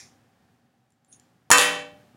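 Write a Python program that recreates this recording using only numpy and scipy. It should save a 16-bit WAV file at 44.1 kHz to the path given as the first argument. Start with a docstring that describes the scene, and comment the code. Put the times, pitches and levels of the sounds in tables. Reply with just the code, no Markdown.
"""A metal lighter snaps shut and clatters on a desk, close to a laptop microphone in a small room.
First the coloured-noise tail of an earlier strike fades over faintly humming room tone; then a finger ring
ticks (damped sines with noise) and scrapes (grainy noise) on the case. At 1.5 s quick contacts knock the desk,
crack and ping the case and ring on in the room; soft desk bumps and two last faint ticks follow.
The recorder turns its gain down under the loud clack and clips."""
import sys
import numpy as np
from scipy import signal
from scipy.fft import rfft, irfft, next_fast_len
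from scipy.io import wavfile
from scipy.ndimage import map_coordinates

SR = 44100
rng = np.random.default_rng(int(sys.argv[2]) if len(sys.argv) > 2 else 0)


def voltage_ratio(level):
    """Linear amplitude factor for a level in decibels (scalar or array-like)."""
    return 10 ** (np.asarray(level, float) / 20)


def dump(signal):
    """Clip the signal to [-1, 1] and save it as 16-bit WAV at the path in sys.argv[1]."""
    limited = np.clip(np.atleast_2d(signal).T, -1, 1)
    pcm = np.round(limited * 32767).astype(np.int16)
    wavfile.write(sys.argv[1], SR, pcm)


N = 95564
T = np.arange(N) / SR  # time, s

# spectrum of metal cracking against metal: hz, level_db
CRACK_COLOUR = [(300, -29), (1000, -7), (2000, -8), (4500, -8.5), (7000, -3), (8500, -7.5), (10000, -4.5),
                (15000, -27.5)]


def unit(x):
    """Scales a signal to rms 1."""
    return x / np.sqrt(np.mean(x ** 2) + 1e-20)


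def along(points, at):
    """Joins (x, dB) points by straight lines; -120 dB outside them."""
    return np.interp(at, *np.transpose(points), left=-120, right=-120)


def colour(x, points):
    """Filters x by a (Hz, dB) spectrum read on log frequency."""
    size = next_fast_len(len(x) + 8192)
    hz, db = np.transpose(points)
    bin_hz = np.fft.rfftfreq(size, 1 / SR)
    gain = voltage_ratio(np.interp(np.log(bin_hz + 1), np.log(hz), db))
    return irfft(rfft(x, size) * gain, size)[:len(x)]


def noise(points, count=N):
    """Coloured noise of rms 1."""
    return unit(colour(rng.standard_normal(count), points))


def wobble(rate):
    """A smooth random curve with rate knots a second."""
    return map_coordinates(rng.standard_normal(N // 50), [T * rate])


def ringing(modes, t, spread_db=0):
    """Sums damped sines (Hz, dB, t60 s), their levels scattered at random by spread_db."""
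    hz, db, t60_s = np.transpose(modes)[:, :, None]
    level_db = db + spread_db * rng.standard_normal(db.shape) - 60 * t / t60_s
    return np.sum(voltage_ratio(level_db) * np.sin(2 * np.pi * hz * t), 0)


def add(track, s, sound):
    """Mixes a sound into the track from s seconds on."""
    rest = track[round(s * SR):]
    rest[:len(sound)] += sound[:len(rest)]


def room(x):
    """Convolves with a fresh diffuse tail of noise, each frequency dying at its own speed."""
    # decay time of the small room: hz, t60_s
    room_decay = [(100, .6), (300, 0.49), (1000, 0.38), (3000, 0.35), (7000, 0.3), (12000, 0.23)]
    # spectrum of its reverberation: hz, level_db
    room_colour = [(60, -14.5), (200, -7.5), (500, 2.5), (1000, 0), (2500, 5), (5000, 0.5), (8000, -2.5),
                   (14000, -0.5)]
    delay_s = 0.0054
    bin_hz, t, bins = signal.stft(rng.standard_normal(SR), SR, nperseg=256)
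    t60_s = np.interp(bin_hz, *np.transpose(room_decay))
    tail = signal.istft(bins * voltage_ratio(-60 * t / t60_s[:, None]), SR, nperseg=256)[1]
    tail = np.pad(tail / np.linalg.norm(tail), (round(delay_s * SR), 0))
    return colour(signal.fftconvolve(x, tail), room_colour)[:SR]


def earlier_strike():
    """The tail of a strike before the start: coloured noise dying exponentially."""
    # spectrum of the tail: hz, level_db
    strike_colour = [(710, -39), (1200, -20), (1700, -10), (1850, -7), (2490, -6.5), (2900, -26),
                     (3460, -9.5), (4290, -12), (5550, -1.5), (7400, -7), (8040, -25), (8460, -12.5),
                     (10600, -15.5), (14000, -41)]
    start_db, t60_s = -45, 0.3
    return noise(strike_colour) * voltage_ratio(start_db - 60 * T / t60_s)


def room_tone():
    """Broad hum and a lumpy low rumble of drifting level, with faint unsteady mains and fan lines."""
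    # spectrum of the hum: hz, level_db
    hum_colour = [(35, -35), (60, -12), (109, -2.5), (185, -5.5), (321, -11.5), (508, -15.5), (544, -11.5),
                  (610, -17.5), (767, -9.5), (944, -18.5), (1840, -19), (2010, -23), (5920, -31),
                  (14500, -39)]
    # spectrum of the low rumble: hz, level_db
    rumble_colour = [(53, -37.5), (90, -4.5), (238, -3), (300, -6.5), (324, -22), (400, -13), (520, -41),
                     (880, -120)]
    # course of the hum's level, before its random drift: time_s, level_db
    hum_level = [(0, -59.5), (.3, -64.5), (.53, -64.5), (.62, -67.5), (1.05, -70), (1.15, -63), (1.45, -66),
                 (2.0, -58.5), (2.17, -62.5)]
    # mains and fan lines, before their random drift: hz, rms_db
    lines = [(119, -83.5), (240, -76.5), (762, -83.5)]
    lumps = voltage_ratio(1.5 * wobble(45))
    rumble = voltage_ratio(-6) * unit(noise(rumble_colour) * lumps)  # 6 dB under the hum
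    out = (noise(hum_colour) + rumble) * voltage_ratio(along(hum_level, T) + 1.2 * wobble(4.7))
    for hz, db in lines:
        level = np.sqrt(2) * voltage_ratio(db + 2.5 * wobble(9))
        phase = 2 * np.pi * hz * T + 0.7 * wobble(6)
        out += level * np.sin(phase)
    return out


def finger_ring():
    """A ring touches the case: ticks are damped sines with noise, the scrape two bands of grainy noise."""
    # ticks: start_s, level_db, pitch_hz
    ticks = [(0.904, -60, 9300), (0.921, -57, 7370), (1.047, -54.5, 7300), (1.1973, -45.5, 7200),
             (1.991, -70, 9150), (2.035, -75, 9400)]
    # upper squeak of the scrape: time_s, level_db
    squeak_level = [(1.07, -97), (1.086, -69.5), (1.13, -55), (1.154, -68), (1.162, -60), (1.195, -82)]
    # body of the scrape: time_s, level_db
    body_level = [(1.105, -91), (1.123, -62), (1.127, -48.5), (1.189, -77.5), (1.192, -74)]
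    # spectrum of the squeak: hz, level_db
    squeak_colour = [(4710, -66), (8000, -30), (8550, -8), (9600, -2), (10700, -11.5), (11500, -46),
                     (13000, -55)]
    # spectrum of the body: hz, level_db
    body_colour = [(1470, -37), (2500, -12), (3220, -10), (3510, -3), (3700, -3.5), (4680, -16),
                   (5940, 1.5), (6620, 13), (8200, -18), (10700, -39), (18000, -120)]
    attack_s, t60_s, crack_db, room_db = 0.00039, 0.012, -5.5, -6
    out, t = np.zeros(N), T[:SR // 10]
    for s, db, hz in ticks:
        envelope = (1 - np.exp(-t / attack_s)) * voltage_ratio(-60 * t / t60_s)
        crack = voltage_ratio(crack_db) * noise(CRACK_COLOUR, count=len(t))
        tick = envelope * (np.sin(2 * np.pi * hz * t) + crack)
        add(out, s, voltage_ratio(db) * tick)
        add(out, s, voltage_ratio(db + room_db) * room(tick))
    grain = voltage_ratio(-0.5 * wobble(250))  # both bands share the grain
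    squeak = unit(grain * noise(squeak_colour)) * voltage_ratio(along(squeak_level, T))
    body = unit(grain * noise(body_colour)) * voltage_ratio(along(body_level, T))
    return out + squeak + body


def clack():
    """Each contact knocks the desk, cracks and pings the case, feeds the long ringing and fills the room."""
    # contacts, the third (1.5173 s) a strong echo of the second off the desk; knock and ring levels add to the
    # row's: start_s, level_db, knock_db, ring_db, ping_hz, knock_hz
    contacts = [(1.5033, -8.5, 0.5, -37, 10750, 940), (1.5142, 13, -14, -12.5, 6830, 1395),
                (1.5173, -3, 6, -31, 10630, 1834), (1.5214, 0, -17.5, -27.5, 6750, 1299),
                (1.5748, 2, -21, -33.5, 8945, 1410), (1.583, 6.5, -7, -21.5, 6960, 1056),
                (1.6134, 0, -9.5, -16, 8520, 1844)]
    # modes of the desk top: pitch_ratio to the knock's, level_db, t60_s
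    desk_modes = [(1, -2, 0.036), (1.22, -10, 0.031), (1.9, -14, 0.023)]
    # long ringing of desk and case, one column each: pitch_hz
    mode_hz = [170, 284, 492, 597, 718, 794, 1011, 1154, 1244, 1521, 1567, 1782, 1915, 2275, 2488, 2664,
               3085, 3540, 4008, 4500]
    # level_db of each mode
    mode_db = [-27, -14, -10, -18, -18, -12, 2, -1, -2, -7, -5, -7, -2, -8, -7, 0, -3, -9, -10, -14]
    # t60_s of each mode
    mode_t60_s = [.62, .58, .46, .65, .38, .53, .31, .37, .33, .36, .36, .33, .36, .45, .34, .38, .37, .38,
                  .38, .39]
    ping_db, ping_t60_s, crack_t60_s = -1, 0.007, 0.015
    crack_lag_s, ring_attack_s, ring_spread_db = 0.0005, 0.03, 1.5
    ping_share, feed_t60_s, room_db = 0.46, 0.014, 6  # what the room gets of the ping, and for how long
    out, t = np.zeros(N), T[:SR]
    long_modes = np.column_stack([mode_hz, mode_db, mode_t60_s])
    for s, db, knock_db, ring_db, ping_hz, knock_hz in contacts:
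        crack = noise(CRACK_COLOUR, count=SR) * voltage_ratio(-60 * t / crack_t60_s) / 2
        ping = ringing([(ping_hz, ping_db, ping_t60_s)], t)
        knock = voltage_ratio(knock_db) * ringing(np.multiply(desk_modes, [knock_hz, 1, 1]), t)
        swell = 1 - np.exp(-t / ring_attack_s)
        ring = voltage_ratio(ring_db) * ringing(long_modes, t, ring_spread_db) * swell
        feed = (knock + crack + ping_share * ping) * voltage_ratio(-60 * t / feed_t60_s)
        reverb = voltage_ratio(room_db) * room(feed[:SR // 10])
        add(out, s, voltage_ratio(db) * (knock + ring + reverb))
        add(out, s + crack_lag_s, voltage_ratio(db) * (crack + ping))
    return out


def desk_bumps():
    """Soft bumps on the desk: short damped sines that swing negative first."""
    # bumps: start_s, level_db, pitch_hz
    bumps = [(1.934, -38.5, 227), (2.147, -41.5, 261.7)]
    out = np.zeros(N)
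    for s, db, hz in bumps:
        add(out, s, -ringing([(hz, db, 0.018)], T[:SR // 10]))  # t60 18 ms
    return out


def scene():
    """Mixes all sources at one microphone."""
    mix = earlier_strike() + room_tone() + finger_ring() + clack() + desk_bumps()
    return mix[None]


def roll_off(x):
    """The treble ends steeply here."""
    return signal.sosfilt(signal.butter(12, 16090, fs=SR, output="sos"), x)


def record(dry):
    """Gain control follows the loudness and lets go slowly; then band limits and clipping at full scale."""
    knee_db, squeeze = -17.5, 0.74  # share of the excess over the knee that is taken away
    smooth_s, release_db_per_s = 0.039, 78
    smooth = smooth_s * SR
    power = signal.lfilter([1], [1 + smooth, -smooth], dry[0] ** 2)
    level_db = 10 * np.log10(np.abs(power) + 1e-12)
    # hold each peak, sinking at the release rate
    release_db = release_db_per_s * T
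    held_db = np.maximum.accumulate(level_db + release_db) - release_db
    x = dry[0] * voltage_ratio(-squeeze * np.maximum(held_db - knee_db, 0))
    bass_hz, top_hz = 75, 15900
    x = signal.lfilter(*signal.butter(2, bass_hz, 'high', fs=SR), x)
    x = signal.sosfilt(signal.ellip(10, 0.5, 70, top_hz, fs=SR, output='sos'), x)
    return roll_off(np.clip(x, -1, 1)[None])


dry = scene()
out = record(dry)
dump(out)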